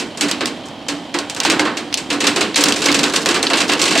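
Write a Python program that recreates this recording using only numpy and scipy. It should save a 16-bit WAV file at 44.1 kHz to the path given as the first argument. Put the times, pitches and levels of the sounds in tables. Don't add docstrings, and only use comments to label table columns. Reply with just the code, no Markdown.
import sys
import numpy as np
from scipy import signal
from scipy.fft import rfft, irfft
from scipy.io import wavfile

SR = 44100
rng = np.random.default_rng(int(sys.argv[2]) if len(sys.argv) > 2 else 0)


def log_audio(samples):
    frames = np.atleast_2d(samples).T
    limited = np.clip(frames, -1, 1)
    pcm = np.round(limited * 32767).astype(np.int16)
    wavfile.write(sys.argv[1], SR, pcm)


N = 176400

# (frequency [Hz], unrelated part [dB], left minus right [dB])
MIC_PORTS = [(30, -14, -2), (120, -18, -4), (300, -31, -3), (700, -17, -2.5), (1400, -20, -2.5),
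             (2940, -10.5, -1.6), (5600, -11, -0.6), (9050, -4.5, 1.2), (13000, 1.5, 1.5)]
# boom, knock, clatter, sizzle (frequency [Hz])
REGISTER_EDGES = [20, 450, 1800, 5000, 20000]

# (frequency [Hz], level [dB])
RAIN_COLOUR = [(25, -33), (60, -15.5), (125, -8.5), (180, -5), (290, 2.5), (400, -11), (650, -4),
               (950, -9.5), (1400, -17.5), (2300, -18.5), (3900, -19), (6000, -30), (8500, -36),
               (12000, -48), (15500, -55)]
# (centre [Hz], width [Hz], lift [dB])
HISS_RING = (3130, 300, 9.5)
# (time [s], level [dB])
PELLET_SWELL = [(0, -71), (2.45, -68), (2.7, -28.5), (4, -33)]

# (frequency [Hz], level [dB])
GLASS_COLOUR = [(400, -9.5), (1500, -17.5), (2700, 0.5), (4400, 4), (6200, -0.5), (8000, -5.5),
                (10000, -11), (15000, -31)]
# (t60 [s], frame ring share [ratio], frame t60 [s], lift [dB])
GLASS_DECAYS = [(0.0084, 0.18, 0.1, -3), (0.013, 0.39, 0.093, 1.5), (0.015, 0.13, 0.085, 2.5)]
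# (time [s], knock [dB], crack [dB], sizzle [dB])
GLASS_BLOWS = [(0.21, -38, -19, -18), (0.313, -15, -15.5, -16), (0.457, -15, -18, -17.5),
               (0.685, -29, -53, -37), (1.188, -44, -19, -20.5), (1.298, -20, -23.5, -22.5),
               (1.348, -33, -28, -26), (1.402, -21, -15.5, -13), (1.45, -10, -16, -22),
               (1.4995, -9, -19, -18), (1.595, -5, -14, -26), (1.927, -16.5, -21.5, -31),
               (1.9413, -29, -11, -11.5), (2.271, -23, -15, -16), (2.544, -20, -17.5, -29),
               (2.559, -20, -21, -24), (2.638, -15, -8, -3.5), (2.684, -14, -17, -21),
               (2.723, -17, -11, -17.5), (2.86, -14, -27.0, -10), (2.917, -32, -20, -18),
               (2.9254, -18, -16.5, -18), (2.992, -12, -16, -19), (3.039, -18, -12.5, -21),
               (3.162, -17, -11.5, -15.5), (3.259, -7, -18, -16), (3.289, -26, -15, -17.5),
               (3.428, -34, -16, -15), (3.468, -17, -11, -32), (3.534, -17, -13, -24),
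               (3.559, -28, -28, -25), (3.618, -31, -17, -24), (3.697, -8, -13.5, -21),
               (3.735, -31, -19, -17), (3.84, -26, -14, -17), (3.924, -22, -17, -24),
               (3.995, -20, -12, -22)]

# (frequency [Hz], level [dB])
PANEL_COLOUR = [(30, -58.5), (60, -37.5), (120, -21.5), (170, -13.5), (230, -9), (300, -4.5), (410, -7),
                (500, -9), (620, -13.5), (1000, -12.5), (1600, -11.5), (2200, -10.5), (2700, -8),
                (3300, -12), (4200, -11.5), (6000, -19), (8200, -19.5), (10000, -33.5), (13000, -41),
                (15500, -61)]
# (attack [s], t60 [s], cabin tail share [ratio], tail t60 [s])
PANEL_DECAYS = [(0.018, 0.56, 0.034, 1), (0.0024, 0.38, 0.029, 1), (0.00082, 0.17, 0.16, 0.98),
                (0.00023, 0.11, 0.16, 0.62)]
# (frequency [Hz], t60 [s], level against their register [dB])
METAL_MODES = [(234, .4, -15), (290, .45, -10), (317, .35, -11), (343, .28, -13), (418, .3, -15),
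               (537, .28, -13), (712, .28, -14), (1087, .42, -11), (1508, .28, -13), (1642, .28, -13),
               (2645, .2, -10), (3998, .14, -14), (4596, .14, -16)]
# (time [s], frequency [Hz], level [dB], t60 [s])
HOLLOW_BLOWS = [(0.213, 288, -10.5, 0.54), (0.407, 249, -15.5, 0.36), (0.412, 316, -14, 0.38),
                (0.884, 287.8, -14.5, 0.43), (1.141, 343, -4, 0.12), (1.141, 290, -18, 0.52),
                (1.451, 880, 2.5, 0.021), (1.472, 321, -7, 0.28), (1.595, 2140, -5, 0.038),
                (1.6, 303.6, -2.5, 0.19), (2.107, 287, -12.5, 0.44), (2.268, 291, -7, 0.13),
                (2.361, 345.7, -6, 0.21), (2.361, 398, -11, 0.1), (2.576, 297, -6.5, 0.18),
                (2.655, 290.3, -13.5, 0.52), (2.85, 338, -5, .2), (2.884, 283.5, -8.5, 0.5),
                (2.887, 2180, -6, 0.049), (3.158, 292, -14.5, 0.59), (3.288, 345.6, -10.5, .28),
                (3.503, 693, -11, 0.1), (3.52, 337, -9.5, 0.3), (3.603, 296.7, -16, .35),
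                (3.717, 304, -13, .32), (3.908, 272, -13, 0.19), (3.958, 662, -6.5, 0.081)]
# (time [s], boom [dB], knock [dB], clatter [dB], sizzle [dB])
PANEL_BLOWS = [(-0.004, -16.5, -26, -21, -21.5), (0.173, -25, -32, -29.5, -26),
               (0.209, -12, -21, -14.5, -14.5), (0.232, -22, -23.5, -21, -24),
               (0.284, -49, -24.5, -22, -22), (0.314, -20, -30, -20.5, -26),
               (0.407, -15, -18.5, -18.5, -27), (0.468, -22, -34, -23.5, -24), (0.656, -69, -37, -86, -36),
               (0.884, -20.5, -24, -19, -19), (1.141, -17.5, -18, -19, -23.5),
               (1.186, -43, -30, -25.5, -26), (1.299, -41, -33.5, -28.5, -27),
               (1.363, -25, -25, -27, -25.5), (1.404, -32, -24, -24, -30), (1.433, -32, -35, -21, -21),
               (1.451, -13.5, -16, -12.5, -17.5), (1.499, -16, -19.5, -11.5, -16),
               (1.516, -12.5, -16, -23, -21), (1.594, -13, -14, -16.5, -18.5), (1.651, -20, -15, -21, -28),
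               (1.668, -19, -22, -25, -46), (1.77, -19, -26.5, -20.5, -22.5),
               (1.973, -21.5, -29.5, -21.5, -19), (2.102, -14, -20.5, -15, -20.5),
               (2.127, -21, -22.5, -23, -23), (2.204, -14, -21, -15, -17), (2.24, -13, -17, -15, -21),
               (2.268, -14, -16, -11, -12), (2.36, -13.5, -17, -15.5, -17), (2.408, -11, -16.5, -12.5, -16),
               (2.558, -25, -19.5, -11.5, -12), (2.576, -12, -16.5, -17.5, -16),
               (2.607, -49, -18, -15.5, -14), (2.655, -10.5, -18, -15, -17.5),
               (2.685, -18.5, -18.5, -17, -14.5), (2.76, -16, -23.5, -20, -20),
               (2.818, -18, -21, -17.5, -19.5), (2.84, -44, -49, -19, -21),
               (2.856, -9.5, -14.5, -15.5, -15), (2.884, -10.5, -16.5, -12.5, -21.5),
               (2.943, -15, -18, -12.5, -13), (2.99, -11, -20.5, -17.5, -20),
               (3.032, -25, -16, -13.5, -15.5), (3.07, -13.5, -24.5, -27, -29),
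               (3.136, -25, -18, -18, -19.5), (3.158, -12.5, -22, -17.5, -14.5),
               (3.259, -10, -16, -15.5, -18), (3.288, -19, -18, -17.5, -19),
               (3.308, -23, -22.5, -17.5, -20.5), (3.343, -11.5, -18, -15.5, -18.5),
               (3.357, -16, -18, -19, -25), (3.429, -16.5, -19, -18.5, -18),
               (3.5, -19, -15.5, -16.5, -21.5), (3.534, -16, -16.5, -13, -24.5),
               (3.57, -28, -23, -15.5, -19), (3.58, -26, -22, -22, -21), (3.603, -12.5, -18.5, -13, -15.5),
               (3.691, -11.5, -19, -14, -21), (3.717, -17, -15.5, -14.5, -19.5),
               (3.793, -12, -22.5, -17.5, -18.5), (3.815, -20, -18, -13, -11),
               (3.854, -54, -19.5, -16, -16), (3.877, -10, -45, -15, -19.5), (3.908, -19, -17.5, -16, -18),
               (3.93, -21, -29, -18, -24), (3.952, -28, -17.5, -14, -20), (3.976, -10, -36, -12.5, -14.5)]

BIN_HZ = np.arange(N // 2 + 1) * SR / N


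def undb(db):
    return 10 ** (np.asarray(db) / 20)


def curve_db(table, column=1):
    table = np.array(table, float)
    return np.interp(np.log(BIN_HZ + 1), np.log(table[:, 0]), table[:, column])


def unit(x):
    return x / np.sqrt(np.mean(x.mean(0) ** 2) + 1e-18)


def fade(t, t60):
    return np.exp(-np.log(1000) * t / t60)


def register_of(hz):
    return np.searchsorted(REGISTER_EDGES, hz) - 1


def at_microphone(pair, gain):
    mid, side = rfft(pair) * gain
    sign = np.array([[1], [-1]])
    width = undb(curve_db(MIC_PORTS, column=1))
    balance = undb(sign * curve_db(MIC_PORTS, column=2) / 2)
    return irfft((mid + sign * side * width) * balance, N)


def dense_ringing(colour):
    gain, bands = undb(curve_db(colour)), []
    for low, high in zip(REGISTER_EDGES[:-1], REGISTER_EDGES[1:]):
        rolloff = np.sqrt((1 + (low / (BIN_HZ + 1)) ** 12) * (1 + (BIN_HZ / high) ** 12))
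        bands.append(unit(at_microphone(rng.standard_normal((2, N)), gain / rolloff)))
    return bands


def strike(out, start_s, ringing, envelope, db, spot):
    length, first = len(envelope), int(round(start_s * SR))
    offset = int(spot * (N - length))
    blow = ringing[:, offset:offset + length] * envelope
    blow = blow * undb(db) * np.sqrt(np.sum(envelope ** 2) / np.sum(blow.mean(0) ** 2))
    begin, end = max(first, 0), min(first + length, N)
    if end > begin:
        out[:, begin:end] += blow[:, begin - first:end - first]


def patter(envelope, per_s, spread_db):
    moment, size = rng.random((int(per_s * N / SR), 2)).T
    strength = undb(-spread_db * np.log(size * .99 + .01))
    energy = np.bincount((moment * N).astype(int), strength ** 2, N)
    power = np.maximum(signal.fftconvolve(energy, envelope ** 2)[:N], 0)
    return rng.standard_normal((2, N)) * np.sqrt(power / power.mean())


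def glass_envelope(t60, frame_share, frame_t60, attack_s=0.0002):
    t = np.arange(SR // 10) / SR
    contact = 0.86 * fade(t, t60=0.0046)
    return (1 - np.exp(-t / attack_s)) * (contact + fade(t, t60) + frame_share * fade(t, frame_t60))


def rain(level_db=-31.5):
    drop = fade(np.arange(SR // 10) / SR, t60=0.036)
    drops = patter(drop, per_s=560, spread_db=-0.5)
    wash = 0.8 * rng.standard_normal((2, N))
    centre, width, lift = HISS_RING
    colour_db = curve_db(RAIN_COLOUR) + lift / (1 + (2 * (BIN_HZ - centre) / width) ** 2)
    return undb(level_db) * unit(at_microphone(drops + wash, undb(colour_db)))


def pellets():
    crack = glass_envelope(*GLASS_DECAYS[1][:-1])
    ticks = at_microphone(patter(crack, per_s=120, spread_db=1), undb(curve_db(GLASS_COLOUR)))
    level_db = np.interp(np.arange(N) / SR, *np.array(PELLET_SWELL).T)
    return unit(ticks) * undb(level_db)


def hail_on_glass():
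    out = np.zeros((2, N))
    bands = dense_ringing(GLASS_COLOUR)[1:]
    for (start, *levels), spot in zip(GLASS_BLOWS, rng.random(len(GLASS_BLOWS))):
        for band, (*decay, lift), db in zip(bands, GLASS_DECAYS, levels):
            strike(out, start, band, glass_envelope(*decay), db + lift, spot)
    return out


def struck_modes(hz, db, t60, phase):
    t = np.arange(SR // 2) / SR
    attack_s = np.array(PANEL_DECAYS)[register_of(hz), 0]
    hz, db, t60, phase, attack_s = (np.reshape(v, (-1, 1)) for v in (hz, db, t60, phase, attack_s))
    envelope = (1 - np.exp(-t / attack_s)) * fade(t, t60)
    return np.sqrt(2) * np.sum(undb(db) * envelope * np.sin(2 * np.pi * (hz * t + phase)), axis=0)


def panel_tones(gain_db=-5, spread_db=2, detune=0.005):
    hz, t60, mode_db = np.array(METAL_MODES).T
    tones, out = [], np.zeros(N + SR)
    for start, *levels in PANEL_BLOWS:
        size, drift, phase = rng.standard_normal((3, len(hz)))
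        db = np.array(levels)[register_of(hz)] + mode_db + spread_db * size
        tones.append((start, struck_modes(hz * (1 + detune * drift), db, t60, phase)))
    tones += [(start, struck_modes(*knock, rng.random())) for start, *knock in HOLLOW_BLOWS]
    for start, tone in tones:
        first = max(int(start * SR), 0)
        out[first:first + len(tone)] += tone
    return at_microphone(np.array([out[:N], np.zeros(N)]), undb(gain_db))


def hail_on_panels(gain_db=-2, boom_trim_db=-5.5):
    t, out = np.arange(SR // 2) / SR, np.zeros((2, N))
    bands = dense_ringing(PANEL_COLOUR)
    envelopes = [(1 - np.exp(-t / attack_s)) * (fade(t, t60) + cabin_share * fade(t, cabin_t60))
                 for attack_s, t60, cabin_share, cabin_t60 in PANEL_DECAYS]
    for (start, boom, *upper), spot in zip(PANEL_BLOWS, rng.random(len(PANEL_BLOWS))):
        for band, envelope, db in zip(bands, envelopes, [boom + boom_trim_db] + upper):
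            strike(out, start, band, envelope, db + gain_db, spot)
    return out


def scene():
    return hail_on_panels() + panel_tones() + hail_on_glass() + pellets() + rain()


def record(dry):
    ceiling, knee, top_hz = 0.84, 5.2, 16000
    rounded = dry / (1 + np.abs(dry / ceiling) ** knee) ** (1 / knee)
    return signal.sosfilt(signal.ellip(10, .2, 70, top_hz, fs=SR, output="sos"), rounded)


dry = scene()
out = record(dry)
log_audio(out)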